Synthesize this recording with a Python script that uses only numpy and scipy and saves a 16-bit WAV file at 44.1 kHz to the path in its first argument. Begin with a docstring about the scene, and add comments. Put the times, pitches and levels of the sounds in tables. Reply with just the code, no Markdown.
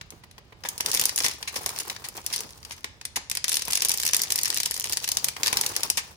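"""Faint ticks over a low room rumble grow into bright, crackling snaps: a protective film is peeled by hand
off a thin, stiff plastic sheet over a workbench in a small room. The glue lets go in jerks; each snap is a
shaped noise burst with a ring and scatter. Random tiny grains make the crinkling, and rarer dull pops with
a brief tone are the sheet buckling, mostly what makes its low thumps too. Hands rub the plastic in grains
of a lower colour; a close two-port microphone picks it all up."""
import sys
import numpy as np
from scipy import signal
from scipy.fft import rfft, irfft, next_fast_len
from scipy.io import wavfile
from scipy.ndimage import uniform_filter1d

SR = 44100
rng = np.random.default_rng(int(sys.argv[2]) if len(sys.argv) > 2 else 0)


def output_pcm(signal):
    """Save a mono or channel-first signal as 16-bit PCM at the path in sys.argv[1].

    Samples are clipped to [-1, 1] before scaling.
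    """
    pcm = np.clip(np.atleast_2d(signal).T, -1, 1) * 32767
    wavfile.write(sys.argv[1], SR, np.round(pcm).astype(np.int16))


N = 271652
TIME = np.arange(N) / SR
BURST_TIME = np.arange(4096) / SR
# frequency grid with room for one second of filter tail
FFT_SIZE = next_fast_len(N + SR, real=True)
HZ = np.maximum(np.arange(FFT_SIZE // 2 + 1) * SR / FFT_SIZE, 1)


def from_db(db):
    """Decibels to gain."""
    return 10 ** (np.asarray(db) / 20)


def rms_one(x):
    """Scale to unit power."""
    return x / np.sqrt(np.mean(np.abs(x) ** 2) + 1e-20)


def at_hz(points):
    """Read a table at every frequency, joined on a log axis."""
    hz, value = np.transpose(points)
    return np.interp(np.log(HZ), np.log(hz), value)


def coloured(x, spectrum):
    """Causal (minimum-phase) filter with this spectrum's shape and unit power gain."""
    cepstrum = irfft(np.log(rms_one(from_db(at_hz(spectrum)))), FFT_SIZE)
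    # folding the cepstrum onto positive time gives minimum phase
    cepstrum[1:FFT_SIZE // 2] *= 2
    cepstrum[FFT_SIZE // 2 + 1:] = 0
    response = np.exp(rfft(cepstrum))
    return irfft(rfft(x, FFT_SIZE) * response, FFT_SIZE)[:, :N]


def filtered(x, order, hz, kind="low"):
    """Butterworth filter."""
    return signal.sosfilt(signal.butter(order, hz, kind, fs=SR, output="sos"), x)


def add(out, start_s, sound):
    """Mix a short sound in at a time."""
    start = max(round(start_s * SR), 0)
    out[:, start:start + sound.shape[1]] += sound[:, :N - start]


def burst(rise_s, decay_s, lumpy_db):
    """Bending waves spread from a slip and come back unevenly from the creases; each port hears its own mix."""
    lumps = rms_one(uniform_filter1d(rng.standard_normal(len(BURST_TIME)), size=50))
    envelope = (1 - np.exp(-BURST_TIME / rise_s)) * np.exp(-BURST_TIME / decay_s)
    envelope = envelope * from_db(lumpy_db * lumps)
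    return rms_one(envelope * rng.standard_normal((2, len(BURST_TIME))))


def grains(per_s, spread_db, decay_s):
    """Tiny slips at random, mostly weak and a few strong, each dying away exponentially; unit power."""
    sizes = from_db(spread_db * np.minimum(rng.exponential(1, N), 3.5))
    hits = rng.random(N) < per_s / SR
    decay_per_sample = np.exp(-2 / (decay_s * SR))
    power = signal.lfilter([1], [1, -decay_per_sample], hits * sizes ** 2 + 1e-18)
    return rms_one(np.sqrt(power) * rng.standard_normal((2, N)))


# Spectrum of the room's rumble: pitch_hz, relative density_db (per Hz)
RUMBLE_COLOUR = [(25, -15.5), (75, -2), (250, -18), (700, -23), (5000, -32.5), (14000, -55)]


def room_rumble(level_db):
    """The room's steady low rumble is shaped noise."""
    return from_db(level_db) * coloured(rng.standard_normal((2, N)), RUMBLE_COLOUR)


def room(x, tail_db, t60_s, wall_hz):
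    """The tail of a small room is decaying noise, dulled by its walls."""
    t = np.arange(SR) / SR
    tail = rng.standard_normal((2, SR)) * (1 - np.exp(-t / .0042)) * from_db(-60 * t / t60_s)
    tail = filtered(rms_one(tail) / np.sqrt(SR), 2, min(wall_hz, SR * .45))
    return x + from_db(tail_db) * signal.fftconvolve(x, tail, axes=1)[:, :N]


# Pulls on the film: start_s, end_s, crinkling_db, rubbing_db (both at the start, before layer trims)
PULLS = [(0.103, 0.095, -89, -63), (0.684, 0.72, -63, -50), (0.885, 1.02, -30.5, -40),
         (1.184, 1.243, -31.5, -42.5), (1.542, 1.884, -41.5, -44), (2.16, 2.185, -43, -47.5),
         (2.315, 2.372, -36, -47.5), (2.44, 2.78, -51.5, -60.5), (3.494, 3.8, -37, -53),
         (3.688, 4.277, -32.5, -48), (4.314, 4.87, -34, -48.5), (4.774, 5.27, -42, -48.5),
         (5.416, 5.83, -38.5, -41), (5.635, 6.3, -58, -54.5)]


def pulling(levels_db, rise_db_per_s, fall_db_per_s, sag_db_per_s=2.5):
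    """Level in dB through all pulls: each builds up, sags as the film gives way, and relaxes."""
    shapes = []
    for (start_s, end_s, *_), top_db in zip(PULLS, levels_db):
        early_s = np.maximum(start_s - TIME, 0)
        held_s = np.clip(TIME - start_s, 0, end_s - start_s)
        late_s = np.maximum(TIME - end_s, 0)
        shapes.append(top_db - rise_db_per_s * early_s - sag_db_per_s * held_s - fall_db_per_s * late_s)
    return np.max(shapes, axis=0)


# Low spectrum of the handled sheet: pitch_hz, relative density_db (per Hz)
HANDLING_COLOUR = [(50, -12.5), (110, -1.5), (260, -5), (450, 1.5), (650, -3.5), (930, 2.5), (3000, -11.5)]


def rubbing(hands_db):
    """Skin catches and slips on the plastic in soft, overlapping grains."""
    return from_db(hands_db + 3) * coloured(grains(per_s=110, spread_db=2.5, decay_s=.0098), HANDLING_COLOUR)


# Low thumps of the whole sheet, mostly as it buckles: start_s, level_db (before the colour and low-pass)
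THUMPS = [(0.121, -42.5), (1.25, -39), (2.441, -40), (3.166, -43)]


def thumps(top_hz):
    """The whole sheet moves, mostly as it buckles, and thumps mainly in the bass."""
    out = np.zeros((2, N))
    for start_s, level_db in THUMPS:
        add(out, start_s, from_db(level_db) * burst(rise_s=.006, decay_s=.016, lumpy_db=1))
    return filtered(coloured(out, HANDLING_COLOUR), 2, top_hz)


def thuds(rows, gain_db, per_brightness_db):
    """Each snap also jolts the sheet in the hands; the large folds that snap dully jolt it most."""
    out = np.zeros((2, N))
    for start_s, level_db, brightness in rows:
        jolt_db = level_db + gain_db - per_brightness_db * brightness
        add(out, start_s, from_db(jolt_db) * burst(rise_s=.001, decay_s=.006, lumpy_db=3))
    return coloured(out, HANDLING_COLOUR)


# The whole sheet buckles: start_s, level_db (before the pop and tone gains), pitch_hz of the panel
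BUCKLES = [(0.12, -49.5, 470), (0.522, -46.5, 440), (0.649, -31.5, 960), (0.801, -33.5, 970),
           (1.242, -30.5, 1044), (1.561, -32.5, 506), (1.66, -33.5, 784), (2.178, -38, 780),
           (2.441, -45.5, 327), (2.843, -40, 480), (3.167, -30, 954), (3.68, -33.5, 910), (5.527, -29, 870)]
# Spectrum of the pop: pitch_hz, relative density_db (per Hz)
BUCKLE_COLOUR = [(160, -6), (480, -2.5), (650, -3.5), (900, 3.5), (1400, -5.5), (2200, 0), (9000, -25)]


def buckles(gain_db, mode_db, mode_s):
    """A large area flips over: a dull pop, and the panel that flipped rings briefly."""
    pops, tones = np.zeros((2, 2, N))
    for start_s, level_db, pitch_hz in BUCKLES:
        add(pops, start_s, from_db(level_db + gain_db) * burst(rise_s=.002, decay_s=.006, lumpy_db=2))
        swing = np.sin(2 * np.pi * pitch_hz * BURST_TIME) * BURST_TIME * np.exp(-BURST_TIME / mode_s)
        add(tones, start_s, from_db(level_db + mode_db) * rms_one(swing[None]))
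    return coloured(pops, BUCKLE_COLOUR) + tones


# Spectrum shared by crinkles, rasps and snaps: pitch_hz, relative density_db (per Hz)
SNAP_COLOUR = [(200, -26), (650, -23.5), (900, -11.5), (1350, -12), (1800, -3), (3900, -3.5), (5700, 1),
               (7700, -5), (10500, -4.5), (14500, -8.5), (16300, -40)]


def crinkles(peel_db, per_s, spread_db, decay_s, count=6):
    """Tiny slips of the film, each sounding in one of several pitch ranges, follow the pull."""
    edges_hz = np.geomspace(900, 16000, count + 1)
    slips = np.zeros((2, N))
    for band_hz in zip(edges_hz, edges_hz[1:]):
        slips += filtered(grains(per_s / count, spread_db, decay_s), 1, band_hz, "band")
    return from_db(peel_db - 4.5) * coloured(rms_one(slips), SNAP_COLOUR)


# A crease rolls along the film: start_s, level_db (before gain and colour), brightness_db_per_octave
RASPS = [(0.6514, -30.5, -4), (1.242, -19, 0), (1.4752, -26.5, -2.5), (1.558, -25, -1), (1.799, -26.5, 1),
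         (2.041, -30.5, -3.5), (2.326, -26, 1), (2.335, -24.5, 0.5), (2.717, -35, -2), (3.159, -22, -0.5),
         (5.974, -19.5, -2.5)]


def rasps():
    """A rolling crease gives way slowly, in a drawn-out rasp with little ring."""
    return snaps(RASPS, gain_db=-10, rise_s=.012, decay_s=.006, ring_db=-12, bench_db=-8)


def stick_slip(peel_db, over_db, brightness, brightness_spread, spread_db=3, count=130):
    """Smaller snaps at loosely even times throughout, as loud as the pull is hard: rows like SNAPS."""
    jitter, size, colour = rng.standard_normal((count, 3)).T
    start_s = np.clip((np.arange(count) + .5 + .25 * jitter) / count, 0, 1) * TIME[-1]
    level_db = np.interp(start_s, TIME, peel_db) + over_db + spread_db * np.tanh(size)
    return np.transpose([start_s, level_db, brightness + brightness_spread * colour])


# Snaps that stand out from the crinkling, loud and faint:
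# start_s, level_db (before gain and colour), brightness_db_per_octave
SNAPS = [(0.0123, -35.5, -5), (0.1045, -38, 4.5), (0.2377, -40.5, -7), (0.312, -49, 0.5),
         (0.3812, -37.5, -6), (0.637, -33.5, -4.5), (0.6877, -20, 7.5), (0.7789, -28.5, 5),
         (0.8065, -22.5, 1.5), (0.8608, -21.5, 2), (0.9155, -22.5, 5), (0.9408, -20, 4.5), (0.9478, -17, 5),
         (0.9727, -23, 1), (0.9962, -17, 3.5), (1.0132, -19, 6), (1.038, -24.5, 4), (1.0551, -10.5, 8),
         (1.0933, -25, 1.5), (1.1605, -17.5, 9), (1.1778, -22, 2), (1.1867, -23, 2.5),
         (1.2037, -25.5, -1.5), (1.2356, -29, 0.5), (1.2626, -21, -1), (1.283, -25.5, 2),
         (1.3125, -34, -0.5), (1.4276, -31.5, -2), (1.6613, -19.5, 5), (1.6915, -29, 2),
         (1.7617, -35.5, -1), (1.7876, -26.5, 4), (1.8987, -28, -1.5), (1.9635, -35, -4), (2.0866, -30, 5),
         (2.2637, -22.5, 4.5), (2.3609, -24, 3), (2.4058, -28.5, 4.5), (2.6499, -38, 0.5),
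         (2.7088, -34.5, -3.5), (2.8437, -28, -3), (3.0131, -38.5, -3), (3.0523, -27, 2.5),
         (3.2986, -27, 4), (3.3141, -24, 0.5), (3.3515, -26.5, 2.5), (3.3714, -26, -1), (3.4424, -22, 1),
         (3.4811, -23.5, 2), (3.4937, -20.5, 4), (3.5177, -25, 1.5), (3.5289, -22.5, 3.5),
         (3.5422, -21.5, 3.5), (3.5551, -24, 4), (3.5693, -19, 3), (3.621, -28, 2), (3.682, -26, 6),
         (3.7088, -24.5, 5), (3.7226, -24.5, 3.5), (3.7325, -19.5, 3), (3.754, -17, 4), (3.7733, -23.5, 1),
         (3.821, -18.5, 2.5), (3.8491, -18, 4.5), (3.8854, -17, 8), (3.894, -18.5, 4.5), (3.9164, -20, 3.5),
         (3.9393, -20, 7.5), (3.9746, -20, 9), (3.9994, -22, 3), (4.033, -25, 1.5), (4.0517, -22, 5.5),
         (4.0646, -20, 3.5), (4.0768, -22, 3.5), (4.1335, -18.5, 1.5), (4.1456, -16.5, 3.5),
         (4.1663, -16.5, 6.5), (4.2179, -16, 8.5), (4.235, -24, 3.5), (4.304, -21.5, 4), (4.3221, -17.5, 7),
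         (4.3584, -18.5, 6.5), (4.3885, -23, 1.5), (4.4333, -17.5, 8.5), (4.4559, -22, 2.5),
         (4.48, -27.5, 4), (4.5023, -21.5, 2.5), (4.5446, -24, 5.5), (4.5727, -22, 2.5), (4.6017, -20, 4),
         (4.6328, -23.5, 3), (4.6594, -20, 4), (4.7108, -23, 6), (4.7419, -22.5, 6), (4.7979, -21.5, 6.5),
         (4.8416, -26, 2), (4.8962, -27, 3.5), (4.9237, -23, 3.5), (4.9317, -22.5, 2.5),
         (4.9712, -21.5, 2.5), (5.0425, -26, 0.5), (5.077, -26.5, 0.5), (5.089, -21, 3.5),
         (5.1175, -21, 3.5), (5.1702, -19.5, 3.0), (5.2439, -14, 6), (5.2849, -22, 1.5), (5.3656, -29, -6),
         (5.4328, -20, 0.5), (5.461, -23, -2), (5.47, -22, 0.5), (5.4793, -20.5, -0.5),
         (5.5283, -21.5, 0.5), (5.5708, -19, 2), (5.6117, -17.5, 5.5), (5.637, -29, -4.5),
         (5.6631, -19.5, 3.5), (5.7639, -20.5, 2.5), (5.8329, -20.5, 2.5), (5.9009, -15.5, 5),
         (5.9725, -23.5, 3)]


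def snaps(rows, gain_db, rise_s, decay_s, ring_db, bench_db):
    """A crack, the duller ring of the sheet, then scatter off bench and boxes; bright snaps ring least."""
    dull_hz, pivot_hz = 7800, 6500
    facet_db, facet_octaves = 5, .06
    out = np.zeros((2, N))
    hz = np.clip(np.fft.rfftfreq(len(BURST_TIME), 1 / SR), 600, None)
    fade = np.linspace(1, 0, len(BURST_TIME))
    for start_s, level_db, brightness in rows:
        # dull snaps come from larger folds, which give way more slowly
        slowness = from_db(-1.3 * brightness)
        crack = burst(rise_s=rise_s * slowness, decay_s=decay_s * slowness, lumpy_db=1)
        ring = from_db(ring_db - .35 * brightness) * burst(rise_s=.0015, decay_s=.0032, lumpy_db=3)
        scatter = from_db(bench_db) * burst(rise_s=.005, decay_s=.014, lumpy_db=2)
        spectrum = rfft(crack) + rfft(ring + scatter) / (1 + 1j * hz / dull_hz)
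        # the creases around the slip bound small facets, which colour every snap differently
        facet_hz = np.exp(rng.uniform(np.log(1600), np.log(15000), (4, 1)))
        facets = facet_db / (1 + (np.log2(hz / facet_hz) / facet_octaves) ** 2)
        tilt_db = brightness * np.log2(hz / pivot_hz)
        snap = rms_one(irfft(spectrum * from_db(tilt_db + facets.max(axis=0))) * fade)
        # starting early makes room for the rise
        add(out, start_s - .0005 * slowness, from_db(level_db + gain_db) * snap)
    return coloured(out, SNAP_COLOUR)


def scene():
    """Snaps, rasps, buckles and crinkling in the room; rubbing hands, thumps, jolts and rumble below."""
    _, _, crinkle_db, rubbing_db = np.transpose(PULLS)
    peel_db = pulling(crinkle_db, rise_db_per_s=488, fall_db_per_s=164)
    hands_db = pulling(rubbing_db, rise_db_per_s=203, fall_db_per_s=57)
    # between pulls the hands only hold the sheet
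    hands_db = np.maximum(hands_db, -74)
    rows = np.vstack([SNAPS, stick_slip(peel_db, over_db=4, brightness=2, brightness_spread=2)])

    below = room_rumble(level_db=-53.5) + rubbing(hands_db)
    below = below + thumps(top_hz=330) + thuds(rows, gain_db=-27, per_brightness_db=1.1)
    film = buckles(gain_db=-9.5, mode_db=-19, mode_s=.0025)
    film = film + crinkles(peel_db, per_s=500, spread_db=5.5, decay_s=.001)
    film = film + rasps()
    film = film + snaps(rows, gain_db=-10, rise_s=.002, decay_s=.0012, ring_db=2.5, bench_db=-5)
    return below + room(film, tail_db=-9.5, t60_s=.4, wall_hz=6500)


# Likeness of the two ports: pitch_hz, likeness (1 same, 0 unrelated, negative opposed)
LIKENESS = [(100, .85), (900, .5), (1400, -.3), (4000, -.1), (8000, .1), (9800, .98)]
# Balance of the two ports: pitch_hz, left_over_right_db
BALANCE = [(150, -5), (700, -1), (2200, 0), (4500, 5.5), (8000, -.5)]


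def record(dry):
    """The ports largely agree in the bass and nearly match at the top, slightly late on the left; ends are cut."""
    ceiling, cutoff_hz = .9, 16300
    left, right = rfft(dry, FFT_SIZE)
    alike = np.clip(at_hz(LIKENESS), -1, 1)
    lag_s = np.where(HZ > 8000, .000206, 0)
    shared = alike * right * np.exp(-2j * np.pi * HZ * lag_s)
    left = shared + np.sqrt(1 - alike ** 2) * left
    lean = from_db(at_hz(BALANCE) / 2)
    both = irfft(np.array([left * lean, right / lean]), FFT_SIZE)[:, :N]
    both = filtered(both, 2, 45, "high")
    # the highest peaks are rounded off towards the ceiling
    both = both / (1 + (both / ceiling) ** 4) ** .25
    return signal.sosfilt(signal.ellip(10, .2, 80, cutoff_hz, fs=SR, output="sos"), both)


dry = scene()
out = record(dry)
output_pcm(out)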